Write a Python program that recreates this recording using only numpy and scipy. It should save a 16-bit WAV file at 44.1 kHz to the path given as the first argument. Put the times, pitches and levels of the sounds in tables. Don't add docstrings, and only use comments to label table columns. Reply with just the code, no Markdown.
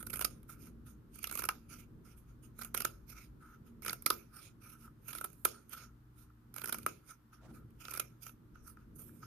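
import sys
import numpy as np
from scipy import signal
from scipy.fft import rfft, irfft, next_fast_len
from scipy.io import wavfile
from scipy.ndimage import uniform_filter1d, map_coordinates

SR = 44100
rng = np.random.default_rng(int(sys.argv[2]) if len(sys.argv) > 2 else 0)


def transcribe(u):
    v = np.clip(np.atleast_2d(u).T, -1, 1)
    q = np.round(v * 32767).astype(np.int16)
    wavfile.write(sys.argv[1], SR, q)


N = 408366
HISS_TOP_HZ = 14650

# start_s, tear_db, tube_over_tear_db, wall_over_tear_db, length_s
BLADE_SLIPS = [(0.027, -44, -4, -11.5, 0.0023), (0.065, -42.5, -7.5, -14.5, .0085),
               (.098, -43, -16, -8.5, 0.01), (0.13, -39.5, -4.5, -8.5, 0.015),
               (0.1574, -37.5, -11.5, -9.5, 0.0021), (0.171, -41.5, -6, -18, 0.0025),
               (0.192, -35, -6, -12, .0018), (0.2098, -33, -3.5, -7.5, .0053),
               (.2202, -39.5, -2, -5, 0.0055), (0.245, -29.5, -6, -4.5, 0.0082),
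               (.43, -61, -10, -10.5, 0.0019), (1.155, -52, -10.5, -20, 0.0056),
               (1.185, -52, -10, -5, 0.0086), (1.228, -43.5, -18, -15, .0063),
               (1.2409, -35.5, -7.5, -0.5, 0.0028), (1.27, -41, -8, -6.5, 0.0058),
               (1.292, -51, -1.5, 0, .0097), (1.311, -40.5, -3, -10, 0.0041),
               (1.323, -41, -5, -12.5, 0.0042), (1.3521, -35.5, -9, -12, .003),
               (1.374, -36.5, -8, -6, 0.00093), (1.3878, -40, 0.5, -8, 0.01), (1.419, -42, -1, -6, 0.0055),
               (1.435, -40.5, 2.5, -4, 0.0076), (1.451, -38, -5.5, -10.5, 0.007),
               (1.488, -30, 5, 0.5, 0.0014), (2.587, -50.5, 0, -19, 0.01), (2.611, -46.5, 0, -4.5, 0.016),
               (2.633, -46, -19, -6, 0.0013), (2.647, -40.5, -8.5, -10, 0.0009),
               (2.743, -33.5, -3.5, -8.5, 0.0085), (2.7737, -32, -15.5, -11, 0.004),
               (2.802, -35.5, -5, -8, .0062), (2.817, -40, -6, -5, .0056), (2.8473, -31, 1.5, -5, 0.0065),
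               (3.82, -53, -2, -8.5, 0.0045), (3.8485, -38.5, -5.5, -9, 0.0013),
               (3.86, -40.5, 0.5, -4, 0.0068), (3.8796, -37, 1, -1.5, 0.003),
               (3.894, -43.5, 3.5, 9, 0.0025), (3.904, -44, 0, -10, 0.0055), (3.929, -36, -3, -10.5, .0042),
               (4.022, -46, -17.5, -18, .0024), (4.06, -26, -5, -4, .0061), (4.102, -26.5, 4, -4, 0.0024),
               (5.08, -45.5, -10, -12, 0.0077), (5.11, -54, -4, -11.5, .004),
               (5.13, -44.5, -1.5, -3.5, .0027), (5.15, -40, -1, -10, 0.0013), (5.181, -45, -5, -6, 0.0075),
               (5.2108, -40, 3.5, -16, 0.0026), (5.24, -38, -1.5, -15.5, .011),
               (5.258, -49, -8.5, -14, 0.0023), (5.3, -58.5, -7, -14, .002), (5.33, -55, -14, -15, .002),
               (5.4489, -23, -4.5, -10.5, 0.0066), (5.694, -50.5, -27, -30, 0.0017),
               (6.54, -49, -10, -14, .0032), (6.5607, -42, -4.5, -13.5, 0.0044),
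               (6.58, -44.5, -2, -5.5, .005), (6.594, -53, -8, -4, .004), (6.616, -46, 0.5, -4, .003),
               (6.637, -40, -3.5, -8, 0.011), (6.657, -39, -6, -8, .0023), (6.674, -41.5, -8.5, -10, .0023),
               (6.683, -40.5, -4.5, -17.5, 0.0027), (6.6903, -39.5, -1, -7, 0.007),
               (6.724, -31, -6.5, -9.5, 0.0051), (6.743, -37, -3.5, -7.5, .0037),
               (6.784, -41.5, -9.5, -11, 0.0029), (6.83, -51, -13, -10, .002),
               (6.8626, -29.5, 5.5, -5.5, 0.0017), (7.705, -70.5, -10.5, -7, .002),
               (7.851, -56, 6.5, 6.5, 0.0038), (7.882, -54, 14.5, 5.5, 0.0018),
               (7.907, -44, -9, -5, 0.0099), (7.919, -56, 5, -5, 0.0084), (7.935, -40.5, -8, -9, 0.0071),
               (7.9484, -44.5, 1, -11, .0039), (7.9585, -51, -1, -6, 0.0039), (7.973, -39, -5, -11, .0053),
               (7.9957, -32.5, -4, -4.5, 0.0068), (8.265, -55.5, 9, 5.5, 0.0028),
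               (8.292, -63, 9.5, 3.5, 0.0034), (9.061, -63, -22.5, -28, 0.0012)]
# pitch_hz, width_hz, level_db
AIR_RINGS = [(1060, 200, -19), (1205, 90, -7), (1360, 150, 0)]
WALL_RINGS = [(2180, 520, 0), (2467, 560, 4), (3280, 1310, -6), (5125, 1300, -6), (6665, 340, -2.5)]
HAND_RINGS = [(362, 150, 5.5), (646, 430, 0)]


def cuts_and_taps():
    size, lead = 3072, 128
    t, hz = (np.arange(size) - lead) / SR, np.fft.rfftfreq(size, 1 / SR)
    out = np.zeros((2, N + size))
    for start_s, length_s, *levels_db in contacts():
        length_s = max(length_s, 1e-3)
        swell = np.clip(t / (0.55 * length_s), 0, 1) ** 0.55
        fading_s = np.maximum(t - 0.71 * length_s, 0)
        fraying = amp(-30 - 60 * fading_s / 0.27)
        burst = swell * (amp(-60 * fading_s / 0.015) + fraying)
        clumps = amp(12 * uniform_filter1d(rng.standard_normal(size), size=30))
        air_db, wall_db, hand_db = (rng.normal(0, 4, len(rings))
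                                    for rings in (AIR_RINGS, WALL_RINGS, HAND_RINGS))
        wall_tone = card_wall(hz, wall_db) / (1 + 1j * hz / 5000)
        tones = np.array([tearing(hz), tube_air(hz, air_db), wall_tone, ringing(HAND_RINGS, hand_db)(hz)])
        crackle = burst * clumps * rng.standard_normal((4, 2, size))
        parts = irfft(rfft(crackle) * tones[:, None], size)
        parts /= np.sqrt(np.sum(parts ** 2, axis=2, keepdims=True) / np.sum(burst ** 2))
        first = round(start_s * SR) - lead
        out[:, first:first + size] += np.tensordot(amp(levels_db), parts, axes=1)
    return out[:, :N]


def contacts():
    # start_s, tube_db
    light_taps = [(4.874, -53.5), (6.298, -62), (8.554, -53), (8.769, -54), (9.09, -61.5), (9.228, -49)]
    # start_s, hand_db
    grip_shifts = [(7.41, -63.5), (7.46, -67), (8.985, -67.5)]
    tap_s, bump_s = 0.0052, 0.082
    cuts = [(s, length_s, db, db + tube_db, db + wall_db, db - 10 + 0.7 * tube_db)
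            for s, db, tube_db, wall_db, length_s in BLADE_SLIPS]
    taps = [(s, tap_s, db - 23, db, db - 25, db - 32) for s, db in light_taps]
    bumps = [(s, bump_s, db - 34.5, db - 28, db - 34.5, db) for s, db in grip_shifts]
    return cuts + taps + bumps


def tearing(hz):
    # pitch_hz, level_db
    tear_tone = [(4410, -37.5), (7500, -15.5), (8070, -13), (9470, -1.5), (10600, -0.5), (11100, 3.5),
                 (13100, 2.5), (15000, -10.5), (15600, -38.5)]
    return colour(tear_tone)(hz)


def tube_air(hz, change_db=0):
    return ringing(AIR_RINGS, change_db)(hz) * ringing([(1230, 620, 0)])(hz)


def card_wall(hz, change_db=0):
    return ringing(WALL_RINGS, change_db)(hz) / (1 + (hz / 8500) ** 6)


def rubbing():
    # pitch_hz, level_db
    hiss_tone = [(4410, -30), (7500, -17), (8060, -18.5), (9140, -2), (11100, -6.5), (12700, 1.5),
                 (14600, -10.5)]
    hiss_db, tube_db, wall_db = rubbing_levels()
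    pressure = np.clip((hiss_db + 73) / 18, 0.2, 1.3)
    grain_db = pressure * (3.8 * wobble(90) + 2 * wobble(500))
    snaps = (rng.random(N) < 45 / SR) * rng.exponential(0.5, N)
    snap_fade = amp(-60 * np.arange(200) / SR / 0.0013)
    grain = amp(grain_db) * (1 + np.convolve(snaps, snap_fade)[:N])
    hollow = noise(grain * amp(tube_db + 3.3 * wobble(30)), tube_air)
    hiss = noise(grain * amp(hiss_db), colour(hiss_tone, HISS_TOP_HZ))
    rasp = noise(grain * amp(wall_db), card_wall)
    thud = noise(amp(grain_db + wall_db - 9.5), ringing(HAND_RINGS))
    return hollow + thud + patchy(hiss + rasp, depth_db=4)


def rubbing_levels():
    # peak_s, rise_s, hold_s, hiss_db, tube_over_hiss_db, wall_over_hiss_db
    strokes = [(.004, .01, 0, -55.5, 0.5, -13), (.214, .2, 0, -51, -11, -18),
               (0.495, .02, 0.027, -60, 0, -6.5), (0.612, 0.051, 0.059, -66.5, -6.5, -3),
               (0.866, 0.022, 0.041, -68.5, -0.5, -4.5), (1.146, .04, 0.037, -65.5, -10, -9.5),
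               (1.231, .05, .03, -61.5, -4, -3), (1.344, .1, 0.062, -56, -12.5, -6.5),
               (1.7, 0.017, 0.038, -60.5, 0, -4), (1.753, .05, 0.056, -65, -7.5, -4),
               (2.053, .02, .07, -72, -1, -4), (2.173, 0.019, 0.015, -67.5, -11, -13),
               (2.292, .05, 0.016, -81.5, 6, -3), (2.433, 0.017, 0.019, -67, -4, -7.5),
               (2.599, .04, .05, -57.5, -2.5, -6), (2.76, 0.019, 0.031, -54.5, -0.5, -1.5),
               (3.09, 0.024, .03, -59.5, -3, -6), (3.169, 0.043, 0.071, -65, -3, -2.5),
               (3.41, 0.02, .14, -78.5, 12, -4.5), (3.665, .03, 0.018, -76.5, -3, -5),
               (3.83, 0.013, .09, -60.5, -5, -4), (4.358, 0.049, 0.024, -60, 6.5, -7.5),
               (4.398, .06, .07, -66.5, -4.5, 1), (4.622, .02, 0.12, -65, -1.5, -7),
               (4.812, 0.069, 0.042, -66.5, -0.5, -8.5), (5.088, 0.068, .12, -58, -5, -8),
               (5.329, 0.16, 0.13, -72.5, -13, -31), (5.718, .035, .04, -58.5, -1.5, -4.5),
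               (5.781, .05, 0.056, -66, 7.5, 1), (6.185, 0.052, 0.043, -68.5, -6.5, -10.5),
               (6.561, 0.023, .05, -57.5, -3, -7), (6.688, 0.087, .01, -58.5, -5, -1),
               (6.808, 0.079, 0.014, -69, -19, -11), (7.095, 0.055, 0.01, -60, -1.5, -5.5),
               (7.331, 0.016, 0.015, -73, 14, -1.5), (7.476, 0.034, .03, -85.5, 13, -7),
               (7.55, .05, 0.026, -69.5, 3, -9), (7.807, .02, 0.13, -64.5, 0, -1.5),
               (7.949, 0.14, .025, -56.5, -9, -6), (8.224, .02, 0.056, -59, -9, -8.5),
               (8.547, 0.02, 0.057, -86.5, 13.5, 0.5), (8.669, 0.057, .03, -60, -5.5, -19.5),
               (8.788, .03, .04, -87.5, 15.5, -1.5), (8.959, 0.016, 0.085, -62.5, -17.5, -31),
               (9.002, .05, 0.085, -63.5, -20, -18), (9.1, 0.099, 0.17, -71.5, -13, -15.5),
               (9.228, 0.019, 0.045, -79.5, 21.5, 6.5)]
    # hiss_db_per_s, tube_db_per_s, wall_db_per_s
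    stroke_fades = [405, 321, 399.5]
    drag_db, drag_fade_db_per_s = np.c_[[-61, -66, -62.5]], [176.5, 128.5, 177.5]
    t = np.arange(0, N / SR + 0.002, 0.002)
    power = np.full((3, len(t)), 1e-13)
    for peak_s, rise_s, hold_s, hiss_db, tube_db, wall_db in strokes:
        peak_db = hiss_db + np.c_[[0, tube_db, wall_db]]
        climb_db = 25 * np.maximum(peak_s - t, 0) / rise_s
        fall_db = np.outer(stroke_fades, np.maximum(t - peak_s - hold_s, 0))
        power += amp(peak_db - climb_db - fall_db) ** 2
    for start_s, tear_db, *_, length_s in BLADE_SLIPS:
        after_s = t - start_s - length_s
        peak_db = drag_db + 1.25 * (tear_db + 31.5)
        fall_db = np.outer(drag_fade_db_per_s, abs(after_s))
        power += (after_s > 0) * amp(peak_db - fall_db) ** 2
    return [np.interp(np.arange(N) / SR, t, 10 * np.log10(p)) for p in power]


def room_echo(x):
    # pitch_hz, fade_s
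    fade_times = [(300, 0.56), (1000, 0.12), (2500, 0.062), (12000, 0.11)]
    hz, t, bands = signal.stft(rng.standard_normal((2, SR // 2)), SR, nperseg=256)
    fade = amp(-60 * t / at_pitch(fade_times, hz)[:, None])
    tail = signal.istft(bands * fade, SR, nperseg=256)[1]
    delayed = np.pad(x, (300, 0))[None]
    return signal.fftconvolve(delayed, tail / np.linalg.norm(tail[0]), axes=1)[:, :N]


def house():
    # time_s, deep_db, low_db
    rumble_levels = [(0.08, -58.5, -55.5), (1.47, -63, -59.5), (3.27, -59.5, -59.5), (3.63, -65.5, -61.5),
                     (3.91, -59, -55.5), (4.2, -67, -62), (5.12, -64.5, -61.5), (5.58, -72.5, -64),
                     (5.97, -59.5, -65.5), (6.33, -68.5, -69.5), (6.84, -68.5, -57), (7.03, -70, -65.5),
                     (7.27, -73, -67.5), (7.53, -58.0, -55), (7.84, -63.5, -66), (8.39, -71.5, -62),
                     (8.68, -56, -60.5), (9.18, -67.5, -58.5)]
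    # pitch_hz, level_db
    deep_tone = [(12, -48), (20, -7.5), (43, 5), (59, 12), (81, -13.5), (100, -10), (130, -40.5),
                 (220, -120)]
    low_tone = [(53, -31), (90, -5.5), (167, -8), (195, -12), (236, -4.5), (267, -18), (300, -11.5),
                (450, -22.5), (900, -46.5), (1170, -56), (1980, -120)]
    hiss_tone = [(400, -22.5), (550, -14), (900, -4), (1350, -2), (2200, -15), (7800, -24.5),
                 (14600, -16.5)]
    # pitch_hz, likeness (1 = the same)
    rumble_likeness = [(60, 0.95), (290, 0.83), (700, 0.088)]
    # pitch_hz, level_db
    hum_notes = [(120, -65.5), (229, -73.5), (302, -74)]
    t = np.arange(N) / SR
    time_s, *columns = np.transpose(rumble_levels)
    deep_db, low_db = (np.interp(t, time_s, column) for column in columns)
    deep = noise(amp(deep_db + 1.3 * wobble(6.6)), colour(deep_tone))
    low = noise(amp(low_db + 1.6 * wobble(8)), colour(low_tone))
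    rumble = stereo(deep + low, rumble_likeness, balance=[(30, 3.5), (150, -1)])
    hum = sum(amp(db + 3 * wobble(1.9)) * np.sin(2 * np.pi * hz * t + 1.5 * wobble(5.4))
              for hz, db in hum_notes)
    hiss = noise(amp(-75.5), colour(hiss_tone, HISS_TOP_HZ))
    return rumble + hum + hiss


def amp(db):
    return 10 ** (np.asarray(db) / 20)


def at_pitch(points, hz):
    pitches, values = np.transpose(points)
    return np.interp(np.log(hz + 1), np.log(pitches + 1), values)


def wobble(per_s):
    knots = rng.standard_normal(int(N * per_s / SR) + 4)
    return map_coordinates(knots, [np.arange(N) * per_s / SR])


def colour(points, top_hz=np.inf):
    return lambda hz: amp(at_pitch(points, hz)) * (hz < top_hz)


def ringing(rings, change_db=0):
    change_db = np.zeros(len(rings)) + change_db
    return lambda hz: sum(
        (-1) ** k * amp(db + change_db[k]) * 1j * hz * width / (pitch ** 2 - hz ** 2 + 1j * hz * width)
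        for k, (pitch, width, db) in enumerate(rings))


def noise(loudness, tone):
    white = loudness * rng.standard_normal((2, N))
    size = next_fast_len(N + SR // 2)
    gains = tone(np.fft.rfftfreq(size, 1 / SR))
    return irfft(rfft(white, size) * gains / np.sqrt(np.mean(abs(gains) ** 2)), size)[:, :N]


def patchy(x, depth_db):
    bands = signal.stft(x, nperseg=256)[2]
    patches = uniform_filter1d(rng.standard_normal(bands.shape[1:]), 4, axis=0)
    patches = uniform_filter1d(patches, 40, axis=1)
    return signal.istft(bands * amp(depth_db * patches / patches.std()), nperseg=256)[1][:, :N]


def stereo(pair, likeness, balance):
    size = next_fast_len(N + 4096)
    hz = np.fft.rfftfreq(size, 1 / SR)
    angle = np.arccos(np.clip(at_pitch(likeness, hz), -1, 1)) / 2
    middle, side = rfft(pair, size) * [np.cos(angle), np.sin(angle)]
    tilt = amp(at_pitch(balance, hz) / 2)
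    return irfft(np.array([(middle + side) * tilt, (middle - side) / tilt]), size)[:, :N]


def scene():
    # pitch_hz, likeness (1 = the same)
    close_likeness = [(200, 0.99), (1350, 0.79), (3100, 0.11), (6800, -0.018), (15000, -0.47)]
    # pitch_hz, left_over_right_db
    close_balance = [(60, 1.5), (150, 0), (380, -1), (950, 1.5), (2380, -5), (5980, -17), (15000, -9.5)]
    cuts = cuts_and_taps()
    close = stereo(cuts + rubbing(), close_likeness, close_balance)
    return close + amp(-13) * room_echo(cuts[0]) + house()


def record(dry):
    top_hz = 15790
    size = next_fast_len(N + 4096)
    return irfft(rfft(dry, size) * (np.fft.rfftfreq(size, 1 / SR) < top_hz), size)[:, :N]


dry = scene()
out = record(dry)
transcribe(out)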